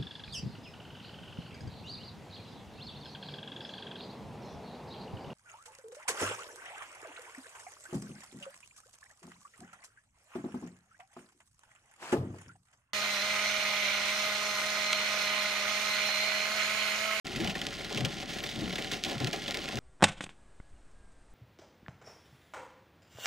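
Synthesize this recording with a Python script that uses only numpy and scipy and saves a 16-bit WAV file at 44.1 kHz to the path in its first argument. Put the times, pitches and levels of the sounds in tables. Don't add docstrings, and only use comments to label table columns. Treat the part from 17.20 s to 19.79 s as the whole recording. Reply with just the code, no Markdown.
import sys
import numpy as np
from scipy import signal
from scipy.fft import rfft, irfft, next_fast_len
from scipy.io import wavfile

SR = 44100
rng = np.random.default_rng(int(sys.argv[2]) if len(sys.argv) > 2 else 0)


def digitize_waveform(pressure):
    field = np.atleast_2d(pressure).T
    bounded = np.clip(field, -1, 1)
    quanta = np.round(bounded * 32767).astype(np.int16)
    wavfile.write(sys.argv[1], SR, quanta)


def undo_db(level):
    steps = np.asarray(level, float) / 20
    return 10 ** steps


N = 114219

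# start_s, level_db
TOP_TURNS = [
    (.235, -27),
    (1.444, -29.5),
    (2.64, -27.5),
]
# start_s, level_db
LOW_TURNS = [
    (.84, -32),
    (2.046, -32),
]


def read(points, hz):
    f, value = np.transpose(points)
    return np.interp(np.log(hz + 1), np.log(f + 1), value)


def evened(x):
    return x / np.sqrt(np.mean(x ** 2) + 1e-20)


def add(mix, start_s, sound):
    part = mix[..., max(round(start_s * SR), 0):][..., :sound.shape[-1]]
    part += sound[..., :part.shape[-1]]


def causal(db):
    log = np.log(undo_db(np.maximum(np.r_[db, db[-2:0:-1]], -100)))
    return np.fft.ifft(np.exp(log - 1j * signal.hilbert(log).imag)).real[:4096]


def coloured(x, points, below_db_per_oct, above_db_per_oct):
    # centre_hz, width_hz, gain_db
    cabin = [(497, 44, -8.5), (580.3, 27, 4), (633, 35, -6), (737, 290, -2.5), (916, 150, -10.5),
             (1044, 17, 3), (1149, 31, -13), (1282, 115, -6), (1450, 160, 2.5), (1551, 60, -16),
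             (185, 125, 4), (3110, 280, -0.5)]
    hz = np.fft.rfftfreq(8192, 1 / SR)
    octs = np.log2(hz + 1)
    db = read(points[1:-1], hz)
    db = db - below_db_per_oct * np.maximum(np.log2(points[1][0]) - octs, 0)
    db = db - above_db_per_oct * np.maximum(octs - np.log2(points[-2][0]), 0)
    db = db + sum(gain_db / (1 + (2 * (hz - f) / width_hz) ** 2) for f, width_hz, gain_db in cabin)
    taps = causal(db)
    return signal.oaconvolve(x, taps[None] / np.linalg.norm(taps), axes=1)[:, :N]


def rain_gain(share):
    # centre_s, level_db
    lulls = [
        (.335, -0.5),
        (1.064, -6),
        (1.21, -1),
        (1.34, -0.5),
        (1.688, -0.5),
        (1.811, -7.5),
        (1.965, -6),
        (2.11, -4.5),
        (2.415, -0.5),
    ]
    lull_s = 0.016
    t = np.arange(N) / SR
    dip_db = sum(db * np.exp(-((t - s) / lull_s) ** 2) for s, db in lulls)
    return undo_db(share * dip_db)


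def splat(noise, t60_s, tick_db, rise_s):
    t = np.arange(noise.shape[-1]) / SR
    ring = noise * undo_db(-60 * t / t60_s) * (1 - np.exp(-t / rise_s))
    return ring + undo_db(tick_db) * (t == 0) * [[1], [0]]


def patter(per_s, spread_db, tick_db, short_s, long_s, tint_db):
    size = undo_db(spread_db * np.minimum(rng.exponential(1, N), 4)) * (rng.random(N) < per_s / SR)
    kind = rng.integers(0, 16, N)
    t60s = np.geomspace(short_s, long_s, num=16)
    bands_hz = rng.permutation(np.geomspace(2000., 13000., num=16))
    out = np.zeros((2, N))
    for k, (t60_s, band_hz) in enumerate(zip(t60s, bands_hz)):
        grain = splat(rng.standard_normal((2, 3000)), t60_s, tick_db, 0.00024)
        grain = grain + undo_db(tint_db) * signal.lfilter(*signal.iirpeak(band_hz, 1.5, SR), grain)
        grain = grain / np.linalg.norm(grain[0])
        out += signal.oaconvolve((size * (kind == k))[None], grain, axes=1)[:, :N]
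    return evened(out)


def engine():
    idle_hz = 32.3
    return undo_db(-56.5) * np.sin(2 * np.pi * idle_hz * np.arange(N) / SR) * [[1], [.3]]


def big_drops():
    # start_s, level_db, ring_hz, t60_s, drumming_db
    heavy_drops = [(0.0673, -25.5, 2600, 0.054, -11.5), (0.116, -28.5, 2940, 0.12, -11),
                   (0.158, -21.5, 2600, 0.1, -24), (0.2007, -27.5, 2940, 0.34, -28),
                   (0.2433, -21.5, 2560, 0.075, -2.5), (0.2949, -19.5, 2800, 0.095, -10.5),
                   (0.3516, -21.5, 1900, 0.065, -4), (0.4139, -20, 3270, 0.042, -9.5),
                   (0.5856, -30.5, 1930, 0.2, -3), (0.645, -23, 4000, 0.053, -36),
                   (0.7011, -30, 4000, 0.28, 1), (0.7735, -18, 3240, 0.064, -8),
                   (0.806, -20, 2230, 0.03, -10), (0.8478, -12.5, 3110, 0.047, -9.5),
                   (1.0862, -27, 3120, 0.066, -11), (1.1351, -27.5, 2240, 0.12, -14),
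                   (1.2368, -22.5, 2100, 0.1, -5.5), (0.273, -17.5, 3006, 0.035, -9.5),
                   (0.4625, -28, 2820, 0.02, -2), (0.915, -37, 2600, 0.08, -16),
                   (1.02, -27.5, 3330, 0.04, -4.5), (1.098, -28.5, 2980, 0.22, -8),
                   (1.185, -24.5, 2340, 0.08, -8),
                   (1.2888, -27, 3740, 0.14, -18), (1.526, -19, 3110, 0.044, -9),
                  (1.5814, -21, 2150, 0.094, -3.5), (1.6439, -20, 3920, 0.025, -14),
                  (1.714, -19, 2780, 0.22, -8.5), (1.8496, -21.5, 3380, 0.13, -5.5),
                  (1.8813, -26.5, 3110, 0.33, -1.5), (1.9096, -24.5, 3070, 0.092, -2.5),
                  (2.001, -29, 2580, 0.15, 3.5), (2.0702, -18, 2630, 0.055, -7.5),
                  (2.1294, -17.5, 2300, 0.094, -4), (2.2789, -20.5, 3600, 0.061, -4),
                  (2.3428, -20, 2120, 0.06, -7.5), (2.371, -23.5, 2150, 0.036, -4),
                  (2.4866, -18.5, 2420, 0.032, -9.5), (2.5221, -23, 2540, 0.059, -4.5),
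                  (2.5705, -19.5, 2880, 0.023, -6.5), (1.2635, -21.5, 3600, 0.034, -21),
                  (1.3124, -24.5, 3600, 0.037, -21), (1.5562, -19.5, 3500, 0.036, -9),
                  (1.407, -31, 4170, 0.12, -9), (2.435, -26.5, 2500, 0.04, -2)]
    spatter_db = 2.5
    ring_db, ring_q, ring_loss_db_per_s = 6, 11, 45
    high, low = np.zeros((2, 2, N))
    for s, db, hz, t60_s, drumming_db in heavy_drops:
        noise = rng.standard_normal((2, 2, 8000))
        t60_s = np.clip(t60_s, .01, .4)
        droplets = undo_db(spatter_db * np.repeat(noise[1, 0, ::40], 40))
        x = splat(noise[0] * droplets, t60_s, 0, 0.00059)
        ring = signal.lfilter(*signal.iirpeak(hz, ring_q, SR), x)
        x = x + undo_db(ring_db - ring_loss_db_per_s * t60_s) * ring
        add(high, s, undo_db(db - 13.0) * x)
        drumming = splat(noise[1], t60_s + 0.084, 0, 0.0014)
        add(low, s + 0.00295, undo_db(db - 6.0 + drumming_db) * drumming)
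    return high, low


def ticks():
    # start_s, peak_db, pitch_hz
    close_drops = [(0.069, -24, 4360.0), (0.0801, -32, 4400.0), (0.0961, -30, 3390.0),
                   (0.3819, -27, 4180.0), (0.4167, -24, 2850.0), (0.4533, -27, 2750.0),
                   (0.4681, -16, 3520.0), (0.5076, -29, 4170.0), (0.5303, -28, 4160.0),
                   (0.5403, -28, 4530.0), (0.6966, -30, 3900.0), (0.7279, -24, 4260.0),
                   (0.7477, -22, 4300.0), (0.8084, -30, 3760.0), (0.8573, -21, 4650.0),
                   (0.9426, -31, 4560.0), (0.97, -33, 4380.0), (1.002, -26, 2940.0), (1.0165, -32, 3890.0),
                   (1.0802, -33, 3630.0), (1.1353, -26, 3030.0), (1.1445, -30, 5680.0),
                   (1.242, -26, 4220.0), (1.272, -26, 4710.0), (1.2907, -25, 3630.0), (1.3602, -25, 3550.0),
                   (1.3909, -30, 3440.0), (1.4094, -28, 4010.0), (1.507, -27, 3750.0),
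                   (1.5194, -32, 4630.0), (1.5576, -19, 3540.0), (1.6237, -22, 4060.0),
                   (1.696, -31, 4100.0), (1.7317, -22, 4210.0), (1.8385, -13, 3960.0),
                   (1.8485, -18, 3720.0), (1.8983, -24, 4190.0), (1.9313, -26, 3480.0),
                   (1.9565, -32, 3810.0), (1.9811, -26, 3410.0), (2.0024, -25, 4440.0),
                   (2.0326, -28, 3770.0), (2.0457, -15, 3750.0), (2.1124, -28, 4070.0),
                   (2.1536, -32, 3020.0), (2.1622, -24, 3950.0), (2.1716, -32, 3960.0),
                   (2.1991, -31, 3960.0), (2.2219, -27, 3490.0), (2.2405, -27, 3990.0),
                   (2.2817, -26, 3530.0), (2.2909, -27, 4070.0), (2.3095, -16, 4070.0),
                   (2.3226, -24, 2890.0), (2.3722, -20, 4370.0), (2.3919, -26, 3490.0),
                   (2.4421, -29, 4890.0), (2.5334, -30, 4140.0), (2.5568, -24, 5030.0),
                   (2.5714, -26, 2790.0)]
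    usual_hz, late_hz, lead_hz = 3900., 2700., 5200.
    rise_s, tail_db, tail_t60_s = .00016, -16, .025
    edge_db, dull_db_per_oct = -11, 24
    t = np.arange(3000) / SR
    click, ring = np.zeros((2, N)), np.zeros((2, N))
    for s, db, hz in close_drops:
        v = t * hz / usual_hz / rise_s
        cycles = rise_s * (late_hz * v + lead_hz * (1 - np.exp(-v)))
        wave = -np.sin(2 * np.pi * cycles) * v * np.exp(1 - v)
        wave = wave - undo_db(edge_db + dull_db_per_oct * np.log2(hz / usual_hz)) * (t == 0)
        add(click, s - rise_s, undo_db(db + 0.16) * wave * [[1], [.4]])
        tail = splat(rng.standard_normal((2, 3000)), tail_t60_s, 10., .0003)
        add(ring, s - rise_s, undo_db(db + tail_db) * tail)
    return click, ring


def swell():
    swell_s, swell_db, early_s = 0.082, -10, 0.011
    t = np.arange(N) / SR
    load = sum(undo_db(db + swell_db) * np.exp(-((t - s + early_s) / swell_s) ** 2)
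               for s, db in TOP_TURNS + LOW_TURNS)
    band = signal.butter(2, [70., 380.], "bandpass", fs=SR, output="sos")
    rumble = evened(signal.sosfilt(band, rng.standard_normal((2, N))))
    return load * rumble * [[1], [.4]]


def wipers():
    # from_turn_s, pitch_hz, level_db, length_s
    top_shudder = [(-.075, 223, -11, 0.074), (-.06, 121, -11, .07), (-.02, 322, -5, 0.068),
                   (-.015, 106, -13, 0.056), (.003, 225, -4.5, .05), (.01, 59, -17, 0.08),
                   (.05, 185, -9, 0.078), (.085, 181.5, -9.5, .05)]
    # from_turn_s, pitch_hz, level_db, length_s
    low_shudder = [(-.085, 212.5, -4, 0.0392), (-.07, 129, -3, 0.045), (-.03, 125, -1, 0.0425),
                   (-.02, 291, -2, .05), (-.01, 230.5, -2.5, .05), (0, 123, 5, .055),
                   (0.033, 153.6, -1.5, 0.0512), (.01, 376, -9.5, 0.062)]
    path_db = np.array([[0], [-4.]])
    out = np.zeros((2, N))
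    for turns, modes in ((TOP_TURNS, top_shudder), (LOW_TURNS, low_shudder)):
        for s, db in turns:
            for (from_turn_s, hz, mode_db, length_s), u in zip(modes, rng.random((len(modes), 3))):
                t = np.arange(0, length_s, 1 / SR)
                phase = u[1] + np.array([[0], [u[2]]])
                wave = np.sin(2 * np.pi * (hz * (1 + .04 * (u[0] - .5)) * t + phase))
                wave = wave * np.sin(np.pi * t / length_s) ** 2
                add(out, s + from_turn_s - length_s / 2, undo_db(db + mode_db + path_db) * wave)
    return out


def speck():
    # start_s, level_db, pitch_hz, length_s
    ping = (1.231, -39, 12800, .002)
    s, db, hz, length_s = ping
    out = np.zeros((2, N))
    t = np.arange(0, length_s, 1 / SR)
    add(out, s, undo_db(db) * np.sin(2 * np.pi * hz * t) * np.sin(np.pi * t / length_s) ** 2 * [[1], [0]])
    return out


def ports(x):
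    # freq_hz, correlation
    same = [(60, 1), (900, 0.82), (3000, 0.9), (8000, 0.94), (15000, 0.98)]
    # freq_hz, level_db
    lean = [(80, 6.5), (550, 1.5), (1800, -1.6), (15000, 0)]
    # freq_hz, lead_rad
    lead = [(0, 0.65), (1120, -0.78), (1640, -0.66), (16300, -0.019)]
    size = next_fast_len(N + 2000)
    hz = np.fft.rfftfreq(size, 1 / SR)
    a, b = rfft(x, size)
    apart = np.arccos(np.clip(read(same, hz), 0, 1)) / 2
    shared, separate = a * np.cos(apart), b * np.sin(apart)
    turn = undo_db(read(lean, hz) / 2) * np.exp(.5j * read(lead, hz))
    return irfft(np.array([(shared + separate) * turn, (shared - separate) / turn]), size)[:, :N]


def scene():
    # freq_hz, density_db
    drop_colour = [(940, -36), (1600, -0.5), (1870, 2.5), (2560, 0), (3190, 1.5), (5830, -6.5),
                   (11400, -23), (14900, -23.5), (15800, -33)]
    # freq_hz, density_db
    shell_drum = [(20, -25), (45, -8), (92, -7), (193, -3.5), (430, -4), (647, -5.5), (764, 1), (904, -10),
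                  (1700, -19), (2200, -40)]
    small = undo_db(-48) * rain_gain(1) * patter(1300, 4, 12., .015, .07, 10.)
    fine = undo_db(-56) * rain_gain(1) * patter(400, 2.2, 18., .004, .012, 14.)
    hiss = undo_db(-56) * rain_gain(0.17) * rng.standard_normal((2, N))
    dull = undo_db(-45.0) * rain_gain(0.4) * patter(600, 3.06, 0.9, 0.014, 0.096, -38)
    high, low = big_drops()
    low = signal.sosfilt(signal.butter(2, 300., "highpass", fs=SR, output="sos"), low)
    click, ring = ticks()
    glass = coloured(high + ring + small + fine + hiss, drop_colour, 19.7, 0)
    shell = coloured(low + undo_db(2.5) * small + dull, shell_drum, 31.0, 30.7)
    return ports(glass + click + speck() + shell + wipers() + swell() + engine())


def top_cut(x):
    return signal.sosfilt(signal.butter(12, 16730, fs=SR, output="sos"), x)


def record(dry):
    start_s, fade_s, edge_hz = 0.0446, 0.0066, 15900
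    opened = np.clip((np.arange(N) / SR - start_s) / fade_s, 0, 1)
    lowpass = signal.firwin(511, edge_hz, window=("kaiser", 7), fs=SR)
    limited = signal.oaconvolve(dry * opened, lowpass[None], "same")
    return top_cut(limited)


dry = scene()
out = record(dry)
digitize_waveform(out)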